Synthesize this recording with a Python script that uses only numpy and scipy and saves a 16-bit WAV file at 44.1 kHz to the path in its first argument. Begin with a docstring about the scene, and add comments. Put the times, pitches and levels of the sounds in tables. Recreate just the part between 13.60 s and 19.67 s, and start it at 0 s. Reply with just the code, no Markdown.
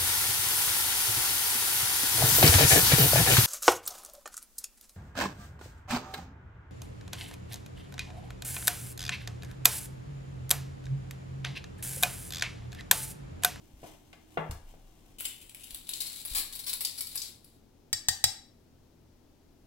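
"""A bunch of plastic measuring spoons clacks and slides on its ring, then one spoon is rapped three
times on the rim of a ceramic dish to knock the flour off, each rap a crack and a short clink.
Before that, a plastic flour tub is pushed over a towel and set down with a hollow boom.
The counter shudders under bumps and raps; behind it all are a small kitchen's air and appliance hum."""
import sys
import numpy as np
from scipy import signal
from scipy.fft import rfft, irfft
from scipy.io import wavfile
from scipy.ndimage import uniform_filter1d

SR = 44100
rng = np.random.default_rng(int(sys.argv[2]) if len(sys.argv) > 2 else 0)


def output_pcm(signal):
    """Save a mono or channel-first signal as 16-bit PCM at the path in sys.argv[1].

    Samples are clipped to [-1, 1] before scaling.
    """
    pcm = np.clip(np.atleast_2d(signal).T, -1, 1) * 32767
    wavfile.write(sys.argv[1], SR, np.round(pcm).astype(np.int16))


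N = 267510
TIME = np.arange(N) / SR
HIT_TIME = TIME[:SR // 2]

# the spoons clack together: start_s, level_db, hardness_db, chatter_s
SPOON_CLACKS = [(1.585, -43, 3, 0.016), (1.607, -28, 16, 0.0012), (1.652, -28.5, 0.5, 0.0075),
                (1.814, -48, 0, 0.021), (1.895, -42.5, -1, 0.0027), (1.947, -37.5, 6.5, 0.0011),
                (2.035, -42, 2, 0.012), (2.107, -36.5, 5, 0.0015), (2.146, -30.5, 8, 0.00084),
                (2.27, -43.5, -4, .006), (2.291, -27, 5, 0.0046), (2.335, -29.5, -5.5, 0.0025),
                (2.404, -28, 2.5, 0.021), (2.466, -37, 1.5, .02), (2.651, -30.5, 11.5, 0.012),
                (2.749, -25.5, 5, 0.055), (2.926, -36.5, 4, 0.013), (2.952, -34.5, 8.5, 0.0089),
                (2.991, -36, 6, 0.012), (3.039, -40, 4, 0.0075), (3.065, -32, 4, 0.043),
                (3.094, -29, 5, 0.0093), (3.131, -26.5, 6.5, 0.0062), (3.207, -27, 9, 0.014),
                (3.249, -22.5, -1, 0.0049), (3.378, -36, 4.5, 0.022), (3.407, -26, 6.5, 0.0073),
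                (3.470, -34.5, 5, .009), (3.556, -25.5, 14, 0.0043), (3.574, -33.5, -12, 0.011),
                (3.618, -30.5, -12, 0.0057), (3.845, -47, 9, 0.00078)]
# bright tone of stiff plastic: freq_hz, gain_db
SPOON_COLOUR = [(400, -15), (950, -8.5), (1300, -11), (1800, -11.5), (2250, -8.5), (2900, -5.5),
                (4400, -4.5), (6300, -4.5), (7400, -6.5), (8900, -2), (10200, -0.5), (14600, 0.5),
                (16000, 1)]
# steady resonances of the spoons: pitch_hz, width_hz, gain_db
SPOON_MODES = [(2330, 300, 3), (7570, 660, 11), (9900, 1520, 3)]
# the handles' low resonance rises as the hand gathers them up: time_s, pitch_hz
GRIP_PITCH = [(1.6, 3100), (1.95, 2520), (2.12, 3730), (2.33, 3540), (2.42, 4400), (3.1, 4160), (3.5, 4850)]
# the handles slide over each other as the bunch is turned: time_s, relative_db
HANDLE_SLIDING = [(1.6, -41), (1.9, -65), (2.02, -51), (2.24, -56.5), (2.36, -43.5), (2.47, -44.5),
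                  (2.6, -41.5), (2.64, -53), (2.7, -40.5), (2.88, -48.5), (3.1, -52.5), (3.66, -45),
                  (3.78, -68.5), (3.97, -67)]
# three places that the bunch swings through: left_delay_samples
SPOON_LAGS = (-14, 1, 17)
# spoon on the rim, and the mix of each rap: start_s, level_db, spoon_ring_db, bowl_clack_db, crack_db
RIM_RAPS = [(4.329, -20, -17, -16.5, -1), (4.4849, -15.5, -9, -27.5, 2), (4.6403, -13, -22.5, -18.5, 0)]
# clink of the dish: pitch_hz, gain_db, t60_s
DISH_MODES = [(791, -16, .035), (3905, -8, .06), (3932, -5, .085), (4620, -1, .05), (4665, -2, .055),
              (4645, -21, .33), (5341, -4, .05), (5392, -3, .06), (5367, -23, .4), (7445, -8, .06),
              (7590, -8, .11), (7790, -5, .05), (8448, -8, .09), (9600, -12, .08), (11850, -14, .03),
              (14250, -14, .025)]
# ring of the rapped spoon: pitch_hz, gain_db, t60_s
SPOON_RING = [(1760, -3, .13), (1802, -2, .1), (1893, 0, .15)]
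# crack of plastic on ceramic: freq_hz, gain_db
CRACK_COLOUR = [(300, -17.5), (500, -31), (790, -1.5), (1050, -15), (1500, -7), (2800, -10), (3500, 0),
                (4300, -8.5), (5700, 4.5), (6700, 1.5), (7700, 5.5), (9500, -3), (10700, -7), (15500, -6.5)]
# hollow knocks of the tub: start_s, level_db, tick_db, lowpass_hz
TUB_KNOCKS = [(0.2301, -40, -15, 970), (0.243, -49, -14, 890), (0.529, -46.5, 3.5, 3020),
              (0.772, -21.5, -29, 4170), (1.138, -51.5, -14, 790)]
# ring of the tub's walls: pitch_hz, gain_db, t60_s
TUB_MODES = [(158.2, 11, 0.33), (191, 3, .2), (394.5, 4.5, 0.089), (738, 6, .1), (786, 11, 0.076),
             (878, 1, 0.19), (1260, 0, 0.11), (1560, -13, 0.13)]
# boom of the tub's walls: freq_hz, gain_db
BOOM_COLOUR = [(90, -13), (160, -7), (270, 0), (420, -4.5), (750, 2.5), (1000, -5.5), (1450, -7.5),
               (2200, -14), (3400, -21), (5000, -45), (9000, -76)]
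# hiss of the tub's base on the towel: freq_hz, gain_db
DRAG_COLOUR = [(400, -33.5), (880, -9.5), (1200, -24.5), (3200, -18.5), (4800, -26.5), (5900, -21),
               (7000, -22.5), (16000, -25)]
# the tub is pushed in short swells: middle_s, length_s, hiss_db, drone_db
TUB_PUSHES = [(-0.007, 0.071, -73, -51), (0.277, 0.14, -59, -58), (0.58, 0.42, -89, -64),
              (0.745, 0.11, -67, -81), (1.097, 0.057, -64.5, -80), (1.448, 0.26, -79, -85)]
# soft bumps that shake the counter: start_s, level_db, pitch_hz
COUNTER_BUMPS = [(0.137, -43.5, 52.7), (0.896, -29, 68.8), (2.128, -46, 34.5), (2.713, -37, 37.7)]
# room tone: freq_hz, gain_db
AIR_COLOUR = [(15, -10), (34, 1), (53, -17.5), (78, -7.5), (190, -13.5), (250, -7), (360, -12),
              (500, -18.5), (700, -20.5), (1220, -29.5), (2000, -33.5), (5700, -33.5), (8400, -39.5),
              (16000, -38)]
# appliance hum: pitch_hz, level_db
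APPLIANCE_HUM = [(80, -70.5), (120, -72.5), (163, -76)]
# how alike the kitchen sounds left and right: freq_hz, correlation
STEREO_LIKENESS = [(30, 0.87), (140, 1), (280, 0.47), (1000, 0.4), (4000, 0.21), (16000, 0.017)]
# the kitchen's reverb time: freq_hz, t60_s
ROOM_T60 = [(100, 0.34), (700, 0.45), (2000, 0.44), (5000, 0.38), (8000, 0.33), (15000, 0.27)]
# shading of the right microphone port: freq_hz, left_minus_right_db
PORT_SHADING = [(150, 1.1), (450, 4), (1000, 4.5), (4000, 6), (16000, 3)]


def spoon_clack(hardness_db, chatter_s, grip_hz):
    """One clack of plastic on plastic: a first contact and a chatter of rebounds."""
    count = len(HIT_TIME)
    contacts = .09 * catches(count, per_s=1300, spread_db=2.5) * np.exp(-(HIT_TIME / chatter_s) ** 4)
    contacts[0] += 1
    clack = flatten(signal.fftconvolve(contacts, burst(.009))[:count], width_hz=900)
    # each point of contact wakes a few other resonances of the handles
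    clack += sum(resonate(clack, hz, 200) for hz in rng.uniform(4000, 12000, size=3))
    # a hard contact gains treble and bass; a long chatter shakes the whole bunch and adds more bass
    bass_db = -6 + 1.22 * hardness_db + 134 * chatter_s
    clack = colour(clack, [(1500, bass_db), (4000, 0.003), (7000, 0), (12000, hardness_db)])
    return spoon_body(clack, grip_hz, body_db=14.5)


def spoon_body(x, grip_hz, body_db):
    """Stiff plastic: a broad spectrum, a resonance that depends on the grip, and a few steady ones."""
    x = colour(x, SPOON_COLOUR)
    modes = sum(amp(db) * resonate(x, hz, width_hz) for hz, width_hz, db in SPOON_MODES)
    return x + amp(body_db) * resonate(x, grip_hz, 920) + modes


def spoons():
    """The bunch rattles on its ring; between clacks the handles slide over each other."""
    places = np.zeros((len(SPOON_LAGS), N))
    for k, (start_s, db, hardness_db, chatter_s) in enumerate(SPOON_CLACKS):
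        grip_hz = np.interp(start_s, *np.transpose(GRIP_PITCH))
        add(places[k % len(places)], start_s, spoon_clack(hardness_db, chatter_s, grip_hz), db)
    # after a clack the handles skid on and slow down
    skids = amp(-14.5) * aftermath(SPOON_CLACKS, rise_s=.0086, t60=.19)
    slide_gain = amp(-7) * np.hypot(curve(HANDLE_SLIDING), skids)
    held = np.interp(TIME, (2, 2.36), (0, 1))  # the hand closes on the bunch
    for place in places:
        friction = signal.fftconvolve(catches(N, per_s=350, spread_db=4), burst(.008))[:N]
        loose = unit(spoon_body(friction, grip_hz=2900, body_db=11.5))
        gripped = unit(spoon_body(friction, grip_hz=4030, body_db=11.5))
        place += ((1 - held) * loose + held * gripped) * np.sqrt(N) * slide_gain
    return sum(room(x, lag, pan_db=1, near_db=-1, wet_db=-2.5) for x, lag in zip(places, SPOON_LAGS))


def dish():
    """The spoon cracks on the rim and rings briefly; the filled dish gives a short clink."""
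    out = np.zeros(N)
    for start_s, db, spoon_ring_db, bowl_clack_db, crack_db in RIM_RAPS:
        crack = amp(crack_db) * unit(colour(burst(.022), CRACK_COLOUR))
        bowl_clack = unit(resonate(resonate(burst(.012), 2190, 600), 2190, 600))
        spoon = amp(spoon_ring_db) * ring(SPOON_RING) + amp(bowl_clack_db) * bowl_clack
        add(out, start_s, ring(DISH_MODES) + crack + spoon, db + 1)
    return room(out, lag=-4, pan_db=-1.8, near_db=-5, wet_db=-9)


def tub():
    """The flour tub, off to the right: its thin walls boom briefly, damped by the flour."""
    out = np.zeros(N)
    for start_s, db, tick_db, lowpass_hz in TUB_KNOCKS:
        boom = unit(colour(burst(.061), BOOM_COLOUR)) + amp(-8) * ring(TUB_MODES)
        boom = unit(signal.lfilter(*signal.butter(2, lowpass_hz, fs=SR), boom))
        tick = unit(resonate(burst(.031), 2200, 1030))
        add(out, start_s, boom + amp(tick_db) * tick, db)
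    finger_slip = colour(burst(.025), [(1000, 8.5), (2500, 1.5), (10000, 0.5), (16000, -4)])
    add(out, .910, finger_slip, db=-35.5)
    return room(out + tub_drag(), lag=10, pan_db=-2, near_db=3.5, wet_db=-4)


def tub_drag():
    """With each push the tub's base hisses over the towel and the air inside drones."""
    hiss = unit(colour(catches(N, per_s=2100, spread_db=4.5), DRAG_COLOUR)) * np.sqrt(N)
    drone = unit(resonate(resonate(rng.standard_normal(N), 306, 30), 311, 21)) * np.sqrt(N)
    out = hiss * amp(-71) * (TIME < 1.57)  # it creeps faintly between pushes, until it is at rest
    for middle_s, length_s, hiss_db, drone_db in TUB_PUSHES:
        swell = np.exp(-(2 * (TIME - middle_s) / length_s) ** 2)
        out += (hiss * amp(hiss_db) + drone * amp(drone_db)) * swell
    return out


def counter():
    """Mono low end: the counter shudders and rumbles on after bumps; raps thud in through the dish."""
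    rumble = colour(rng.standard_normal(N), [(12, -9.5), (30, 2), (70, -31), (160, -34.5), (1000, -96)])
    shaking = amp(-15) * aftermath(COUNTER_BUMPS, rise_s=.04, t60=2)
    out = unit(rumble) * np.sqrt(N) * shaking
    for start_s, db, hz in COUNTER_BUMPS:
        add(out, start_s, shudder(hz, t60=.27), db)
    for start_s, db, *_ in RIM_RAPS:
        add(out, start_s, shudder(hz=84, t60=.19), db - 20)
    return out


def shudder(hz, t60):
    """Three low modes of the counter, with a soft attack."""
    phase = 2 * np.pi * hz * HIT_TIME
    sway = np.sin(phase) + .35 * np.sin(.47 * phase) + .71 * np.sin(1.4 * phase)
    return sway * fade(HIT_TIME, t60) * (1 - fade(HIT_TIME, .0065))


def kitchen():
    """Room tone: steady air noise with a low appliance hum."""
    air_gain = amp(along(AIR_COLOUR, np.fft.rfftfreq(N, 1 / SR)))
    air = irfft(np.array(diffuse(N)) * air_gain, N)
    hum = sum(amp(db) * np.sqrt(2) * np.sin(2 * np.pi * (hz * TIME + rng.random()))
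              for hz, db in APPLIANCE_HUM)
    return amp(-61) * air / air.std() + hum


def room(x, lag, pan_db, near_db, wet_db):
    """Direct sound (left is late by lag samples), scatter from the counter, and the kitchen's tail."""
    t, hz = HIT_TIME, np.fft.rfftfreq(len(HIT_TIME), 1 / SR)
    centres_hz, out = np.transpose(ROOM_T60)[0], []
    for side, early, late in zip((1, -1), diffuse(len(t)), diffuse(len(t))):
        # each band of the tail dies at its own rate
        tail = sum(irfft(late * along(np.c_[centres_hz, band], hz), len(t)) * fade(t, t60)
                   for band, (_, t60) in zip(np.eye(len(centres_hz)), ROOM_T60))
        tail = unit(tail * np.clip((t - .003) / .0027, 0, 1))
        near = amp(near_db) * unit(irfft(early, len(t)) * fade(t, .025) * (t > .0005))
        near[max(side * lag, 0)] += 1  # the direct sound
        response = flatten(near, width_hz=350) * amp(side * pan_db / 2) + tail * amp(wet_db)
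        out.append(signal.fftconvolve(x, response)[:N])
    return np.array(out)


def diffuse(count):
    """Spectra of left and right noise from all directions: alike in the bass, unrelated in the treble."""
    likeness = along(STEREO_LIKENESS, np.fft.rfftfreq(count, 1 / SR))
    mid, side = (rfft(rng.standard_normal(count)) * np.sqrt(1 + sign * likeness) for sign in (1, -1))
    return mid + side, mid - side


def catches(count, per_s, spread_db):
    """Friction grain: tiny random slips of very unequal size, rms 1."""
    slips = (rng.random(count) < per_s / SR) * rng.choice([-1, 1], count)
    sizes = amp(spread_db * np.minimum(rng.exponential(size=count), 4))
    return unit(slips * sizes) * np.sqrt(count)


def burst(t60):
    """A dense cluster of dying vibrations with an even spectrum."""
    return flatten(rng.standard_normal(len(HIT_TIME)) * fade(HIT_TIME, t60), width_hz=490)


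def ring(modes):
    """Struck modes; each blow shares its energy among them a little differently."""
    return unit(sum(amp(db + rng.standard_normal()) * fade(HIT_TIME, t60)
                    * np.sin(2 * np.pi * (hz * HIT_TIME + rng.random())) for hz, db, t60 in modes))


def resonate(x, hz, width_hz):
    """One resonance, gain 1 at its centre."""
    return signal.lfilter(*signal.iirpeak(hz, hz / width_hz, fs=SR), x)


def colour(x, rows):
    """Minimum-phase EQ through the points (freq_hz, gain_db)."""
    size = 4096
    cepstrum = irfft(along(rows, np.fft.rfftfreq(size, 1 / SR)) * np.log(10) / 20)
    cepstrum[1:size // 2] *= 2
    cepstrum[size // 2 + 1:] = 0
    return signal.fftconvolve(x, irfft(np.exp(rfft(cepstrum))))[:len(x)]


def flatten(x, width_hz):
    """Spread a sound's energy evenly over frequency, leaving only ripples finer than width_hz."""
    hz = np.fft.rfftfreq(len(x), 1 / SR)
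    power = uniform_filter1d(np.abs(rfft(x)) ** 2, size=max(int(width_hz / hz[1]), 1))
    return unit(colour(x, np.c_[hz + 1, -10 * np.log10(power + 1e-9)]))


def aftermath(events, rise_s, t60):
    """An envelope that rises after each event (start_s, level_db, ...) and dies away."""
    kicks = np.zeros(N)
    for start_s, db, *_ in events:
        kicks[int(start_s * SR)] += amp(db)
    return signal.fftconvolve(kicks, np.minimum(TIME / rise_s, 1) * fade(TIME, t60))[:N]


def add(track, start_s, sound, db):
    """Lay a sound into the track; db is the level of its loudest 4 ms."""
    start = int(start_s * SR)
    loudest = np.sqrt(uniform_filter1d(sound ** 2, size=SR // 250).max())
    track[start:start + len(sound)] += (sound * amp(db) / loudest)[:N - start]


def curve(rows):
    """A fader ride through the points (time_s, level_db), silent outside them."""
    time_s, db = np.transpose(rows)
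    return amp(np.interp(TIME, time_s, db, left=-np.inf, right=-np.inf))


def along(rows, hz):
    """Read rows (freq_hz, value) on a log-frequency axis."""
    freq_hz, value = np.transpose(rows)
    return np.interp(np.log(hz + 1), np.log(freq_hz), value)


def fade(t, t60):
    """Fall by 60 dB in t60 seconds."""
    return np.exp(-np.log(1000) * t / t60)


def amp(db):
    """Decibels to gain."""
    return 10 ** (np.asarray(db) / 20)


def unit(x):
    """Scale to unit energy."""
    return x / np.sqrt(np.sum(x ** 2) + 1e-18)


def scene():
    """Everything on the counter, over the kitchen's air."""
    return tub() + spoons() + dish() + counter() + kitchen()


def record(dry):
    """The right microphone port is shaded above the bass; a steep low-pass cuts the top."""
    heard = [colour(x, [(hz, side * db / 2) for hz, db in PORT_SHADING]) for x, side in zip(dry, (1, -1))]
    return signal.sosfilt(signal.ellip(10, .2, 80, 15900, fs=SR, output="sos"), heard)


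dry = scene()
out = record(dry)
output_pcm(out)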